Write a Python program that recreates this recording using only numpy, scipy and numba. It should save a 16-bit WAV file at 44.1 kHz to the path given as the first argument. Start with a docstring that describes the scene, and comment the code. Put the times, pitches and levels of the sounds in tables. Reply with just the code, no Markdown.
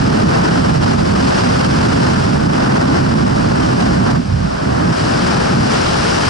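"""Freefall wind at the two microphone ports of a small camera worn by a skydiver.
At first, in formation, big eddies buffet the housing, small ones swirl at each port, and the stream
rushes and hisses through the housing's resonances over a deep rumble. At about 4 s the skydiver turns
away: the ports fall into the lee of the head, and the buffeting breaks off in gulps and fades. From
about 5 s the stream is back, brighter and a little to the left. A limiter holds the peaks throughout."""
import sys
import numpy as np
from scipy import signal
from scipy.fft import rfft, irfft
from scipy.io import wavfile
from scipy.ndimage import uniform_filter1d, minimum_filter1d, map_coordinates
from numba import njit

SR = 44100
rng = np.random.default_rng(int(sys.argv[2]) if len(sys.argv) > 2 else 0)


def output_pcm(signal):
    """Save a mono or channel-first signal as 16-bit PCM at the path in sys.argv[1].

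    Samples are clipped to [-1, 1] before scaling.
    """
    pcm = np.clip(np.atleast_2d(signal).T, -1, 1) * 32767
    wavfile.write(sys.argv[1], SR, np.round(pcm).astype(np.int16))


N = 277389
TIME = np.arange(N) / SR
OPPOSED = np.array([[1], [-1]])  # opposite signs at the left and right ports

# Spectra of the turbulent pressure. Each row: frequency in Hz, relative spectral density in dB.
BUFFET_SPECTRUM = [(15, -40), (25, -22), (38, -21), (69, -7.5), (129, 0), (180, 0), (255, -3), (330, -9),
                   (430, -18.5), (600, -43)]
RUSH_SPECTRUM = [(200, -8), (370, 2), (500, -1), (680, 0), (950, 0.2), (1150, 0.5), (1480, 0.5), (1780, -5),
                 (2050, -13), (2700, -40)]
SWIRL_SPECTRUM = [(60, -30), (140, -15), (236, -10), (322, 1.5), (450, 2), (650, 1), (886, -2),
                  (1430, -7.5), (2100, -16.5), (3200, -28)]
SHARED_HISS_SPECTRUM = [(1300, -9), (2100, -3.5), (2980, -1.45), (3600, -6.5), (4300, -3.5), (4850, -0.1),
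                        (5300, -0.5), (5850, -6), (6630, -12.5), (7650, -12), (8950, -16), (10100, -19.5),
                        (10900, -24.5)]
OPPOSED_HISS_SPECTRUM = [(1240, -29), (2100, -3), (3460, -7), (4490, -8.5), (5400, -8.5), (5900, -13.5),
                         (9460, -21), (10800, -27)]
RUMBLE_SPECTRUM = [(18, -19), (30, -10.5), (70, -1), (100, -1.5), (170, -20)]
# How squarely the stream meets the ports.
# Each row: time in seconds, base level of the rush in dB, base level of the hiss in dB.
STREAM_LEVELS = [(0, -26, -31.5), (0.45, -23, -29.5), (0.75, -26.5, -31.5), (1.08, -26.5, -31.5),
                 (1.28, -24.3, -28.7), (2.15, -24.3, -29.5), (2.4, -27, -32.5), (2.68, -22.7, -30.8),
                 (3.1, -26, -32.5), (3.55, -26, -32.3), (3.8, -24, -30), (4.1, -27, -34), (4.9, -26, -32.7),
                 (4.99, -25.3, -29.3), (5.35, -22.5, -28), (5.6, -25.3, -30), (5.72, -23.5, -27),
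                 (6.29, -23, -24.8)]
# Big eddies break off or surge. Each row: centre in seconds, length in seconds, change in dB.
BUFFET_GULPS = [(1.40, 0.26, -2.5), (4.263, 0.1, -9), (4.545, 0.15, -10.5), (4.905, .05, 3.5),
                (4.97, 0.081, -7.5), (5.595, 0.16, 5.5)]
# Quicker or slower eddies. Each row: centre in seconds, length in seconds, fractional change of rate.
EDDY_SPELLS = [(0.22, 0.71, .12), (2.802, .25, .08), (4.367, .2, -.25)]
# Strong gusts and the holes between. Each row: centre in seconds, length in seconds, change in dB.
STREAM_GUSTS = [(0.26, 0.066, -2), (0.315, .06, 2), (0.88, 0.11, 2.5), (1.375, .03, 3.5),
                (1.63, 0.054, 3.5), (1.84, 0.033, 4), (2.08, 0.052, 2), (2.47, 0.019, -3.5),
                (2.77, 0.023, 3), (2.96, 0.036, 5), (3.03, 0.035, -2.5), (3.77, 0.029, -4.5),
                (4.09, .055, 5), (5.73, .05, 2.5)]

# Exposure is the base level of the rush above its usual value; each slope is per dB of exposure.
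USUAL_RUSH_DB = -25.0
USUAL_EDDY_HZ, EDDY_HZ_SLOPE = 184.0, 7.0  # passing rate of the eddies
REFERENCE_EDDY_HZ = 182.43  # the rate at which the buffet and swirl spectra hold
BUFFET_DB, BUFFET_SLOPE = -12.7, 0.02
LOW_PAN_DB, BUFFET_PAN_SLOPE = -2.8, 1.05  # left minus right; the rumble shares the fixed part
SWIRL_DB, SWIRL_SLOPE = 9.0, -0.45  # relative to the base level of the rush
FADE_FROM_S, FADE_DB_PER_S = 4.2, -3.5  # buffeting fades once clear of the formation
LEE_RUSH_DB, LEE_HISS_DB, LEE_SWIRL_DB, LEE_RUSH_POWER = -10, -5, -0.5, 1.86
SETTLED_PAN_DB, SETTLED_SWIRL_DB = 1.8, -1.3  # the new heading favours the left and calms the swirl


def buffet(level_db, speed, pan_db, crossing_s=0.00055, throb_db=0.5, opposed_db=-20.0):
    """Convection delay: big eddies pass the left port, then reach the right one a little changed."""
    left = convect(turbulence(BUFFET_SPECTRUM, throb_db * wander(rate_hz=22)), speed)
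    right = np.interp(TIME - crossing_s, TIME, left)
    change = undb(opposed_db) * convect(turbulence(BUFFET_SPECTRUM), speed)
    return (np.array([left, right]) + OPPOSED * change) * pan(pan_db) * undb(level_db)


def rush(base_db, swirl_db, speed, gust_db, roar_db=2.5, tear_db=1.0, swirl_gustiness=0.75):
    """Forced resonance: the stream roars in the housing; small eddies drive the ports in antiphase."""
    bursts_db = gust_db + tear_db * wander(rate_hz=260)
    roar = undb(roar_db) * turbulence(RUSH_SPECTRUM, bursts_db)
    swirl = convect(turbulence(SWIRL_SPECTRUM), speed) * undb(swirl_gustiness * bursts_db)
    swirl = undb(swirl_db) * swirl / np.std(swirl)
    return (roar + OPPOSED * swirl) * undb(base_db)


def hiss(base_db, gust_db, shared_db=2.0, opposed_db=-2.5, gustiness=0.75):
    """Flow separation: air tearing off edges rings the port cavities near 5 kHz, in tiny spits."""
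    shared_spits_db = gustiness * gust_db + 0.1 * wander(rate_hz=350)
    shared = undb(shared_db) * turbulence(SHARED_HISS_SPECTRUM, shared_spits_db)
    opposed_spits_db = gust_db + 2.2 * wander(rate_hz=270)
    opposed = undb(opposed_db) * turbulence(OPPOSED_HISS_SPECTRUM, opposed_spits_db)
    return (shared + OPPOSED * opposed) * undb(base_db)


def rumble(level_db=-28.5, opposed_db=-12.0):
    """Bluff-body turbulence: the flow round the body rumbles whichever way the head points."""
    shared = turbulence(RUMBLE_SPECTRUM)
    opposed = undb(opposed_db) * turbulence(RUMBLE_SPECTRUM)
    return (shared + OPPOSED * opposed) * undb(level_db) * pan(LOW_PAN_DB)


def gusts(flap_db=0.14, flutter_db=0.5):
    """Amplitude modulation, in dB: the unsteady air speed moves rush and hiss together."""
    flicker_db = flap_db * wander(rate_hz=70) + flutter_db * wander(rate_hz=230)
    return flicker_db + swells(STREAM_GUSTS, edge_s=0.0045)


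def spells():
    """Frequency modulation: Gaussian bumps and dips scale the passing rate of the big eddies."""
    return 1 + sum(share * np.exp(-(2 * (TIME - centre_s) / length_s) ** 2)
                   for centre_s, length_s, share in EDDY_SPELLS)


def lee(turn_s=4.165, attack_s=0.033, recovery_s=0.78):
    """Wake shielding, 0 to 1: the head abruptly shelters the ports, which then swing slowly back."""
    deepest_s = turn_s + attack_s
    return np.interp(TIME, [turn_s, deepest_s, deepest_s + recovery_s], [0, 1, 0])


def turbulence(spectrum, bursts_db=0):
    """Spectral shaping: random pressure, modulated in bursts, is filtered and scaled to rms 1."""
    hz, db = np.transpose(spectrum)
    bins_hz = np.maximum(np.fft.rfftfreq(N, 1 / SR), 1)
    gain = undb(np.interp(np.log(bins_hz), np.log(hz), db, left=-np.inf, right=-np.inf))
    bursts = rng.standard_normal(N) * undb(bursts_db)
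    pressure = irfft(rfft(bursts) * gain, N)
    return pressure / np.std(pressure)


def convect(pressure, speed):
    """Frozen turbulence: a fixed pattern passes at a relative speed, so slower flow sounds deeper."""
    return map_coordinates(pressure, [np.cumsum(speed)], order=1, mode="wrap")


def wander(rate_hz):
    """Spline interpolation: a smooth curve of unit spread through `rate_hz` random values a second."""
    values = rng.standard_normal(N // 8)
    curve = map_coordinates(values, [TIME * rate_hz], order=2, mode="wrap")
    return curve / np.std(curve)


def swells(table, edge_s):
    """Soft gating, in dB: each event shifts the level, holds it for its length and lets it return."""
    return sum(db * (step(centre_s - length_s / 2, edge_s) - step(centre_s + length_s / 2, edge_s))
               for centre_s, length_s, db in table)


def step(at_s, edge_s):
    """Logistic transition: a soft rise from 0 to 1."""
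    return 0.5 + 0.5 * np.tanh((TIME - at_s) / (2 * edge_s))


def curves(table):
    """Linear interpolation: each column after the first becomes a curve in time."""
    times_s, *columns = np.transpose(table)
    return [np.interp(TIME, times_s, column) for column in columns]


def pan(db):
    """Level-difference panning: two gains that set the left `db` above the right."""
    return undb(OPPOSED * db / 2)


def undb(db):
    """The decibel law: 20 dB is a factor of ten in amplitude."""
    return 10 ** (np.asarray(db) / 20)


def limiter(x, threshold_db=-6.0, port_weight=0.74, ahead_s=0.0038, release_s=0.026):
    """Look-ahead limiting: the gain falls just before a peak, so loud eddies briefly duck the hiss."""
    peaks = np.maximum(abs(x.mean(axis=0)), port_weight * abs(x).max(axis=0))
    held = peak_envelope(peaks, np.exp(-1 / (release_s * SR)))
    gain = 1 / np.maximum(held / undb(threshold_db), 1)
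    window = int(ahead_s * SR) + 1
    return x * uniform_filter1d(minimum_filter1d(gain, window), window)


@njit
def peak_envelope(peaks, decay):
    """Peak detection: the envelope rises at once and decays exponentially."""
    envelope, held = np.empty(len(peaks)), 0.
    for i in range(len(peaks)):
        held = max(peaks[i], held * decay)
        envelope[i] = held
    return envelope


def scene():
    """Superposition of buffet, stream and rumble: the squarer the wind, the quicker its eddies."""
    rush_db, hiss_db = curves(STREAM_LEVELS)
    exposure_db = rush_db - USUAL_RUSH_DB
    shelter = lee()
    settled = step(at_s=4.93, edge_s=0.04)  # 1 on the new heading
    eddy_hz = USUAL_EDDY_HZ + EDDY_HZ_SLOPE * exposure_db * (1 - settled / 2)
    speed = eddy_hz / REFERENCE_EDDY_HZ

    fade_db = FADE_DB_PER_S * np.maximum(TIME - FADE_FROM_S, 0)
    buffet_db = BUFFET_DB + BUFFET_SLOPE * exposure_db + fade_db + swells(BUFFET_GULPS, edge_s=0.006)
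    eddies = buffet(buffet_db, speed * spells(), LOW_PAN_DB + BUFFET_PAN_SLOPE * exposure_db)

    gust_db = gusts()
    swirl_db = SWIRL_DB + SWIRL_SLOPE * exposure_db + LEE_SWIRL_DB * shelter + SETTLED_SWIRL_DB * settled
    stream = rush(rush_db + LEE_RUSH_DB * shelter ** LEE_RUSH_POWER, swirl_db, speed, gust_db)
    stream += hiss(hiss_db + LEE_HISS_DB * shelter, gust_db)
    return (eddies + stream + rumble()) * pan(SETTLED_PAN_DB * settled)


def record(dry, cutoff_hz=10950):
    """Peak and band limiting: the camera holds the wind down, then cuts the top treble steeply."""
    lowpass = signal.ellip(12, 0.1, 85, cutoff_hz, fs=SR, output="sos")
    return signal.sosfilt(lowpass, limiter(dry))


dry = scene()
out = record(dry)
output_pcm(out)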